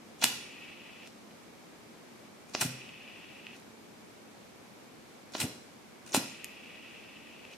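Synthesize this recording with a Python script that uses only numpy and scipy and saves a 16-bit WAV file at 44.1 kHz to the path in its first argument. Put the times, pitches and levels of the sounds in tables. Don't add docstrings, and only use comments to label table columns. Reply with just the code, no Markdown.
import sys
import numpy as np
from scipy import signal
from scipy.fft import rfft, irfft, next_fast_len
from scipy.io import wavfile
from scipy.ndimage import uniform_filter1d

SR = 44100
rng = np.random.default_rng(int(sys.argv[2]) if len(sys.argv) > 2 else 0)


def master(y):
    cut = np.clip(np.atleast_2d(y).T, -1, 1)
    pcm = np.round(cut * 32767)
    wavfile.write(sys.argv[1], SR, pcm.astype(np.int16))


N = 333837
TIME = np.arange(N) / SR
BINS = np.fft.rfftfreq(4096, 1 / SR)

# full spin in seconds, landing on the wheel in seconds,
# start of the roll in seconds, then the relative levels of creep, roll and run-up in dB.
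THUMB_STROKES = [(.2410, .185, .2140, -55, -39, -41), (2.6140, 2.485, 2.5340, -60, -46, -41),
                 (5.4030, 5.320, 5.3350, -56, -49, -41), (6.1490, 6.060, 6.131, -53, -42, -44)]
# lit in seconds, released in seconds, relative hiss level in dB.
LIT_FLAMES = [(0.25, 1.069, -51.5), (2.626, 3.563, -52), (6.177, 7.534, -52)]
# frequency in Hz, relative level in dB.
BLOW_COLOUR = [(30, -51), (120, -17), (260, 5.5), (900, 0.5), (2500, 4), (5000, 5.5), (9000, 4.5),
               (13000, 1.5), (16000, -24)]
# frequency in Hz, relative level in dB.
JET_COLOUR = [(300, -25), (1400, -18.5), (1730, -18), (1900, -6.5), (2040, -8), (2130, -14.5), (2250, -5),
              (2400, -4), (2560, 1.5), (2700, -0.5), (2820, -2.5), (2990, -4.5), (3160, -11.5),
              (3280, -10.5), (3420, -8), (3560, -15.5), (3900, -17.5), (5500, -23), (9000, -46),
              (15000, -45)]


def wheel(grains_per_s=9000, spread_db=4, likeness=0.42):
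    # frequency in Hz, relative level in dB.
    creep_colour = [(30, -35), (300, -8), (2000, -3), (4500, -4.5), (6600, 0.5), (8200, -5), (9600, -3),
                    (11500, -18), (16000, -19)]
    slow_colour = [(30, -28), (100, -16), (250, -1), (900, 0), (2000, -5.5), (4200, 0.5), (6500, 3.5),
                   (8500, -7.5), (12000, -32), (16000, -32)]
    fast_colour = [(30, -44), (100, -19), (250, -12), (900, -15), (2000, -0.5), (4200, -9), (7500, 4.5),
                   (10000, 0), (13000, -7.5), (16000, -17)]
    tooth_s, tooth_db = 0.002, 2

    slow_power, fast_power = np.zeros((2, N))
    for gain, bite in rubs():
        bright_share = np.clip(bite, 0, 1)
        slow_power += (1 - bright_share) * gain ** 2
        fast_power += bright_share * gain ** 2

    size = amp(spread_db * np.minimum(rng.exponential(1, (2, N)), 3))
    size = size * rng.choice([-1, 1], (2, N))
    unevenness = unit(uniform_filter1d(rng.standard_normal(N), 1 + int(tooth_s * SR)))
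    teeth = amp(tooth_db * unevenness)
    struck = rng.random((2, N)) < grains_per_s / SR
    grains = pair(unit(teeth * size * struck), likeness)

    creeping = convolve(grains * creep(), case(read(creep_colour, BINS)))
    slow = convolve(grains * np.sqrt(slow_power), case(read(slow_colour, BINS)))
    fast = convolve(grains * np.sqrt(fast_power), case(read(fast_colour, BINS)))
    return creeping + slow + fast


def rubs():
    # start of full spin in seconds,
    # relative level in dB, full spin in seconds, time to fall 20 dB in seconds.
    spark_bursts = [(0.238, -28.5, 0.0017, 0.0635), (2.6112, -26.5, 0.0024, 0.0581),
                    (5.402, -31, 0.0026, 0.03), (5.412, -30, 0.0029, 0.0429), (6.146, -28.5, 0.013, 0.0242),
                    (6.1640, -32.5, .002, 0.0553)]
    grip_s, spin_down_s = 0.0014, 0.043
    snag_after_s, snag_s, snag_db = 0.012, 0.0066, 7.5
    run_up_s, spin_up_s, lift_s = 0.056, 0.009, 0.055
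    roll_bite, run_up_bite, spin_bite, lift_bite = 0.055, 0.4, 0.85, 0.19
    lift_db = -56.5

    for s, _, roll_s, _, roll_db, run_up_db in THUMB_STROKES:
        turning = ramp(roll_s, grip_s)
        rolling = amp(roll_db) * turning * (1 - ramp(s, spin_down_s))
        yield rolling, roll_bite
        yield rolling * amp(snag_db) * swell(roll_s + snag_after_s, 2 * snag_s, snag_s), 0
        yield amp(run_up_db) * turning * swell(s, run_up_s, spin_down_s), run_up_bite
    for s, db, hold, fall in spark_bursts:
        yield amp(db) * swell(s, spin_up_s, fall, hold), spin_bite
    for _, released_s, _ in LIT_FLAMES:
        yield amp(lift_db) * swell(released_s, lift_s, lift_s), lift_bite


def creep():
    slip_s, slip_db = 0.005, 4
    grip_s, spin_down_s = 0.0014, 0.043
    unevenness = unit(uniform_filter1d(rng.standard_normal(N), int(slip_s * SR)))
    slips = unit(amp(slip_db * unevenness))
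    gain = np.zeros(N)
    for s, land_s, _, creep_db, *_ in THUMB_STROKES:
        gain += amp(creep_db) * ramp(land_s, grip_s) * (1 - ramp(s, spin_down_s))
    return slips * gain


def clicks(chatter=1.0, likeness=0.87, gain_db=15):
    # start in seconds, relative level in dB, upper edge in Hz,
    # relative level of the low knock in dB, pitch of the knock in Hz, t60 of the chatter in seconds.
    contacts = [(0.224, -37, 2000, -27, 650, .005), (0.2282, -28, 6000, -28, 600, 0.0023),
                (0.2296, -25, 6500, -40, 600, 0.0017), (.2386, -18, 9000, -46, 800, 0.0028),
                (0.2408, -15, 12000, -45, 800, 0.0016), (0.242, -9.5, 15100, -27, 674, 0.0031),
                (0.244, -28, 8000, -38, 700, .006), (0.2544, -25, 7000, -30, 600, 0.0039),
                (1.0740, -42, 9000, -56, 600, .01), (1.308, -50, 3000, -59, 600, 0.045),
                (2.5498, -23.5, 5470, -22, 380, 0.0097), (2.5516, -30.5, 3000, -36, 298, 0.0059),
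                (2.6166, -22.5, 9050, -27, 1300, 0.0043), (2.6206, -27, 2000, -34, 1500, 0.016),
                (2.625, -35, 4500, -26, 560, 0.013), (2.6646, -32.5, 13000, -50, 600, .012),
                (3.5660, -50, 10000, -64, 600, .005), (3.5997, -51, 13000, -62, 600, .003),
                (5.351, -28.5, 4200, -24, 417, 0.0067), (5.3539, -31, 4200, -34, 363, 0.0055),
                (5.4180, -29, 4000, -32, 400, 0.0068), (5.4268, -34, 4500, -39, 560, .008),
                (6.1467, -16.5, 12000, -14, 458, 0.0047), (6.1489, -23, 11000, -30, 500, 0.0041),
                (6.1514, -22.5, 10000, -39, 600, 0.0054), (6.157, -25, 12000, -26, 600, .008),
                (6.164, -23, 12000, -26.5, 320, 0.006), (6.1664, -27, 12000, -27, 500, 0.0036),
                (7.5140, -48, 8000, -65, 600, .015)]
    out = np.zeros((2, N))
    for s, db, edge_hz, knock_db, knock_hz, chatter_t60 in contacts:
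        softness_db = 10 * np.log10(1 + (BINS / edge_hz) ** 8)
        blow = rattle(chatter_t60, chatter, likeness)
        sound = convolve(blow, case(read(BLOW_COLOUR, BINS) - softness_db))
        sound = sound / np.linalg.norm(sound, axis=1, keepdims=True)
        knock = case(hump(knock_hz, db_per_octave=14, octaves=1.32))
        add(out, s, amp(db) * sound + amp(knock_db) * knock)
    return amp(gain_db) * out * amp([[-.5], [.5]])


def rattle(t60, chatter, likeness, smooth_hz=700):
    t = np.arange(len(BINS)) / SR
    loose_parts = pair(rng.standard_normal((2, len(t))), likeness) * amp(-60 * t / t60)
    blow = (t == 0) + chatter * loose_parts
    power = abs(rfft(blow.mean(0), 2 * (len(BINS) - 1))) ** 2
    power = abs(uniform_filter1d(power, 1 + int(smooth_hz / BINS[1])))
    return convolve(blow, causal(-10 * np.log10(power / power.mean() + 1e-3)))


def squeals(wobble=0.109):
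    # centre in seconds, relative level in dB, pitch in Hz, half length in seconds.
    stick_slips = [(0.2395, -30, 3000, 0.0037), (2.5465, -39, 2900, 0.0012), (2.551, -33.5, 5400, 0.0035),
                   (2.614, -27.5, 6200, 0.002), (5.3405, -47, 4190, 0.0031), (5.35, -44, 4225, 0.0034),
                   (5.3695, -44, 6700, 0.0016), (5.405, -36, 4070, 0.0019), (5.4175, -31.5, 2950, 0.0028),
                   (6.122, -39, 6300, 0.0013), (6.129, -37, 5800, .0012), (6.1455, -32, 4300, .0012),
                   (7.5344, -63, 5760, 0.0017), (7.537, -49, 2900, 0.0025)]
    out, t = np.zeros(N), np.arange(-.02, .02, 1 / SR)
    for s, db, hz, length in stick_slips:
        slip = unit(uniform_filter1d(rng.standard_normal(len(t)), size=24))
        cycles = np.cumsum(hz * (1 + wobble * slip)) / SR
        tone = unit(np.sin(2 * np.pi * cycles))
        add(out, s + t[0], amp(db) * tone * np.exp(-(t / length) ** 2))
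    return out


def case(colour_db):
    # centre in Hz, width in Hz, lift in dB.
    body_modes = [(628, 21, 2), (800, 150, 3.5), (975, 130, 1), (1420, 170, 7), (1970, 140, 4),
                  (2480, 320, 7.5), (2900, 250, 3.5), (3100, 1300, 1), (3430, 90, 5.5), (4030, 250, 6),
                  (5470, 700, 3), (6220, 90, 4.5), (6950, 61, 8), (7500, 1400, 1), (8680, 370, 4.5),
                  (9500, 280, 4), (12370, 1300, 4.5)]
    # centre in Hz, width in Hz, change in dB.
    bounce_dips = [(460, 88, -11.5), (1267, 120, -5.5), (2220, 210, -5.5), (3150, 79, -4.5), (4640, 350, 0),
                   (10000, 250, -1)]
    return causal(colour_db + sum(band(*row) for row in body_modes + bounce_dips))


def hood():
    # start in seconds, level added to every mode in dB.
    hard_blows = [(.2421, -42.5), (2.6167, -55), (6.1471, -53)]
    # frequency in Hz, relative level in dB, t60 in seconds.
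    steel_modes = [(2762, -17, .2), (3425, -1, 0.16), (3700, -9, .3), (3905, -7, .25), (4737, -4, 0.4),
                   (5570, -6, .55), (6140, -6, 0.27), (6963, -3, .3)]
    out, t = np.zeros((2, N)), np.arange(SR // 2) / SR
    for s, level_db in hard_blows:
        for hz, db, t60 in steel_modes:
            phase = rng.random() + rng.random((2, 1)) / 2
            decay = amp(level_db + db - 60 * t / t60)
            add(out, s, decay * np.sin(2 * np.pi * (hz * t + phase)))
    return out


def puffs():
    # centre in seconds, relative peak in dB, pitch in Hz, half length in seconds, first catch against
    # the peak in dB, ring of the room modes against the peak in dB, relative flutter level in dB,
    # flutter pitch in Hz, time for the flutter to fall 20 dB in seconds.
    flares = [(0.243, -36, 200, 0.0057, -23, -5.5, -52, 240, 0.53),
              (2.623, -36, 140, 0.0072, -20, -4, -57, 200, 0.15),
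              (2.66, -25.5, 185, .0028, 0.5, -5.5, -39, 215, 0),
              (5.4414, -28, 95, 0.0046, -12, -23, -43.5, 99, 0.02),
              (5.45, -28, 284, 0.0039, -17, -20, -39, 272, 0.11),
              (6.177, -19.5, 235, 0.0042, -39, -20.5, -40, 247, 0.12)]
    # frequency in Hz, relative level in dB, t60 in seconds.
    low_modes = [(129.8, -8.5, 0.55), (134, -14, 0.116), (248.5, -18, .45), (419, -30, 0.49),
                 (528, -17, 0.3)]
    catch_s = 0.00734
    flare_rise_s = 0.062

    push, boom = np.zeros((2, N))
    t, after = np.arange(-.03, .03, 1 / SR), np.arange(SR // 2) / SR
    ring = sum(amp(db - 60 * after / t60) * np.cos(2 * np.pi * hz * after) for hz, db, t60 in low_modes)
    ring = ring * (1 - np.exp(-after / 0.01))
    for s, db, hz, length, catch_db, ring_db, flutter_db, flutter_hz, fall_s in flares:
        puff = -amp(db) * np.cos(2 * np.pi * hz * t) / np.cosh(2 * t / length)
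        add(push, s + t[0] - catch_s, amp(catch_db) * puff)
        add(push, s + t[0], puff)
        add(boom, s, -amp(db + ring_db) * ring)
        colour_db = hump(flutter_hz, db_per_octave=11.5, octaves=0.3)
        flutter = convolve(rng.standard_normal(N), causal(colour_db))[0]
        push += amp(flutter_db) * swell(s - catch_s, flare_rise_s, fall_s) * flutter
    return push, boom


def flame(flutter_db=1.2, flutter_s=0.017):
    build_s, shut_s = 0.029, 0.015
    sag_db_per_s = 3.5
    flow = np.zeros(N)
    for lit_s, released_s, db in LIT_FLAMES:
        age = np.maximum(TIME - lit_s, 0)
        opening = 1 - np.exp(-age / build_s)
        valve = opening * (1 - ramp(released_s - shut_s / 2, shut_s))
        flow += valve * amp(db - sag_db_per_s * age)
    flutter = unit(uniform_filter1d(rng.standard_normal(N), int(flutter_s * SR)))
    likeness = [(2000, 0.78), (5000, 0.344)]  # (Hz, left-right likeness)
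    hiss = unit(shaped(rng.standard_normal((2, N)), JET_COLOUR, likeness))
    side_db = np.array([[1.4], [.4]])
    return hiss * flow * amp(flutter_db * flutter + side_db)


def sputters(gain_db=15, snap_hz=3700, second_s=.00042, second_db=-6, fizz_db=-10, fizz_t60=0.016):
    # start in seconds, relative level in dB, bright snap on top in dB.
    droplets = [(2.892, -38, -29), (3.4680, -33, -28), (6.4445, -31, 0.5), (7.452, -39.5, -32)]
    out, t = np.zeros(N), np.arange(len(BINS)) / SR
    pop = causal(read(JET_COLOUR, BINS))
    bass_cut_db = 10 * np.log10(1 + (snap_hz / (BINS + 1)) ** 2)
    snap_colour = case(read(BLOW_COLOUR, BINS) - bass_cut_db)
    for s, db, snap_db in droplets:
        fizz = rng.standard_normal(len(t)) * amp(-60 * t / fizz_t60)
        burst = (t == 0) + amp(fizz_db) * fizz / np.linalg.norm(fizz)
        add(burst, second_s, amp([second_db]))
        snap = convolve(burst, snap_colour)[0]
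        add(out, s, amp(db + gain_db) * (pop + amp(snap_db) * snap))
    return out


def in_hand(strikes, gas):
    # centre in Hz, width in Hz, lift in dB, level into the room in dB.
    hand_holds = [(3000, 1300, 3, 0), (5600, 790, -1.5, -1), (1000, 460, 1.5, -1), (2450, 600, 1, -0.5)]
    stroke = np.searchsorted([land_s for _, land_s, *_ in THUMB_STROKES[1:]], TIME)
    out = np.zeros((2, N))
    for k, (hz, width, db, wet_db) in enumerate(hand_holds):
        held = convolve(strikes * (stroke == k), causal(band(hz, width, db)))
        out += held + amp(wet_db) * room(held + gas * (stroke == k))
    return out


def room(x, tail_db=-8.5, build_s=0.0047):
    # frequency in Hz, t60 in seconds.
    tail_t60 = [(100, 0.42), (300, 0.38), (1000, 0.46), (3000, 0.57), (5500, 0.61), (10000, 0.57),
                (15000, 0.11)]
    # frequency in Hz, relative level in dB.
    tail_colour = [(60, -1), (200, 5), (600, 0), (1400, 3.5), (3000, 1.5), (5500, 4), (9000, -3.5),
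                   (13000, 6.5), (16000, 1.5)]
    # frequency in Hz, left-right likeness.
    tail_likeness = [(60, 0.82), (150, 1), (300, 0.84), (640, 0.87), (1400, .2), (4000, 0.04)]
    # least delay in seconds, level in dB.
    bounces = [(.0017, -53), (.0031, -25.5), (.0052, -30), (.0079, -15.5), (0.012, -17.5)]
    hz, t, z = signal.stft(rng.standard_normal((2, SR * 3 // 4)), SR, nperseg=256)
    decay = amp(-60 * t / read(tail_t60, hz)[:, None])
    tail = signal.istft(z * decay, SR, nperseg=256)[1]
    tail = tail * (1 - np.exp(-np.arange(tail.shape[1]) / SR / build_s))
    tail = evened(tail, narrow_hz=70, wide_hz=900)
    tail = shaped(tail, tail_colour, tail_likeness)
    tail = amp(tail_db) * tail / np.linalg.norm(tail[0])
    for delay, db in bounces:
        for side in tail:
            add(side, delay + rng.uniform(0, .0003), amp([db]))
    return convolve(x, tail)


def evened(two, narrow_hz, wide_hz):
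    size, parts = 1 << 16, []
    for part in (two[0] + two[1], two[0] - two[1]):
        power = abs(rfft(part, size)) ** 2
        narrow = abs(uniform_filter1d(power, 1 + int(narrow_hz * size / SR))) + 1e-12
        wide = abs(uniform_filter1d(power, 1 + int(wide_hz * size / SR))) + 1e-12
        level_db = np.interp(BINS, np.fft.rfftfreq(size, 1 / SR), 10 * np.log10(wide / narrow))
        parts.append(unit(convolve(part, causal(level_db))[0]) * part.std())
    return np.array([parts[0] + parts[1], parts[0] - parts[1]]) / 2


def air(level_db=-55, waver_db=-0.25):
    # frequency in Hz, relative level in dB.
    wash_colour = [(15, -57), (25, -27.5), (69, -18), (88, -11.5), (196, -4.5), (224, 2), (250, -3.5),
                   (278, -3), (415, -6), (1540, -16.5), (2100, -17.5), (2250, -15), (2650, -19.5),
                   (3260, -21), (6370, -24.5), (13800, -33), (15000, -49)]
    # frequency in Hz, side against middle in dB.
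    wash_width = [(60, -11), (110, 0.5), (200, -6), (380, -2.5), (700, -1), (1290, -1), (2380, -1),
                  (4400, -0.5), (8120, -0.5), (15000, -1.5)]
    hz = np.fft.rfftfreq(N, 1 / SR)
    mid, side = rfft(rng.standard_normal((2, N))) * amp(read(wash_colour, hz))
    mid, side = irfft(mid, N), irfft(side * amp(read(wash_width, hz)), N)
    waver = unit(uniform_filter1d(rng.standard_normal(N), SR // 10))
    return amp(level_db + waver_db * waver) * np.array([mid + side, mid - side]) / mid.std()


def amp(db):
    return 10 ** (np.asarray(db) / 20)


def unit(x):
    return x / np.sqrt(np.mean(x ** 2) + 1e-20)


def read(points, hz):
    f, value = np.transpose(points)
    return np.interp(np.log(hz + 1), np.log(f + 1), value)


def add(mix, s, sound):
    part = mix[..., round(s * SR):][..., :sound.shape[-1]]
    part += sound[..., :part.shape[-1]]


def ramp(s, length):
    return np.clip((TIME - s) / length, 0, 1)


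def swell(s, rise, fall, hold=0):
    before, after = (s - TIME) / rise, (TIME - s - hold) / fall
    return amp(-20 * np.clip(np.maximum(before, after), 0, 10))


def band(hz, width, db):
    return db / (1 + (2 * (BINS - hz) / width) ** 2)


def hump(hz, db_per_octave, octaves):
    return -db_per_octave * np.hypot(np.log2((BINS + 1) / hz), octaves)


def causal(level_db):
    log_gain = np.log(amp(np.r_[level_db, level_db[-2:0:-1]]) + 1e-5)
    minimum_phase = np.exp(np.conj(signal.hilbert(log_gain)))
    response = np.fft.ifft(minimum_phase).real[:len(BINS)]
    return response / np.linalg.norm(response)


def convolve(x, response):
    return signal.oaconvolve(np.atleast_2d(x), np.atleast_2d(response), axes=1)[:, :x.shape[-1]]


def pair(two, likeness):
    angle = np.arcsin(np.clip(likeness, -1, 1)) / 2
    return np.cos(angle) * two + np.sin(angle) * two[::-1]


def shaped(two, spectrum, likeness):
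    size = next_fast_len(two.shape[1])
    hz = np.fft.rfftfreq(size, 1 / SR)
    alike = pair(rfft(two, size), read(likeness, hz))
    return irfft(alike * amp(read(spectrum, hz)), size)[:, :two.shape[1]]


def scene(push_low_hz=85, wide_above_hz=1100, sputter_wet_db=-2, puff_wet_db=-4):
    push, boom = puffs()
    push = signal.sosfilt(signal.butter(3, push_low_hz, "high", fs=SR, output="sos"), push)
    strikes = wheel() + clicks() + squeals()
    middle = strikes.mean(0)
    sides = signal.sosfilt(signal.butter(1, wide_above_hz, "high", fs=SR, output="sos"), strikes - middle)
    pops = sputters()
    gas_into_room = amp(sputter_wet_db) * pops + amp(puff_wet_db) * push
    lighter = in_hand(middle + sides, gas_into_room)
    return lighter + hood() + pops + push + boom + flame() + air()


def record(dry, edge_hz=15900):
    low_pass = signal.firwin(511, edge_hz, window=("kaiser", 9), fs=SR)
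    return signal.oaconvolve(dry, low_pass[None], "same")


dry = scene()
out = record(dry)
master(out)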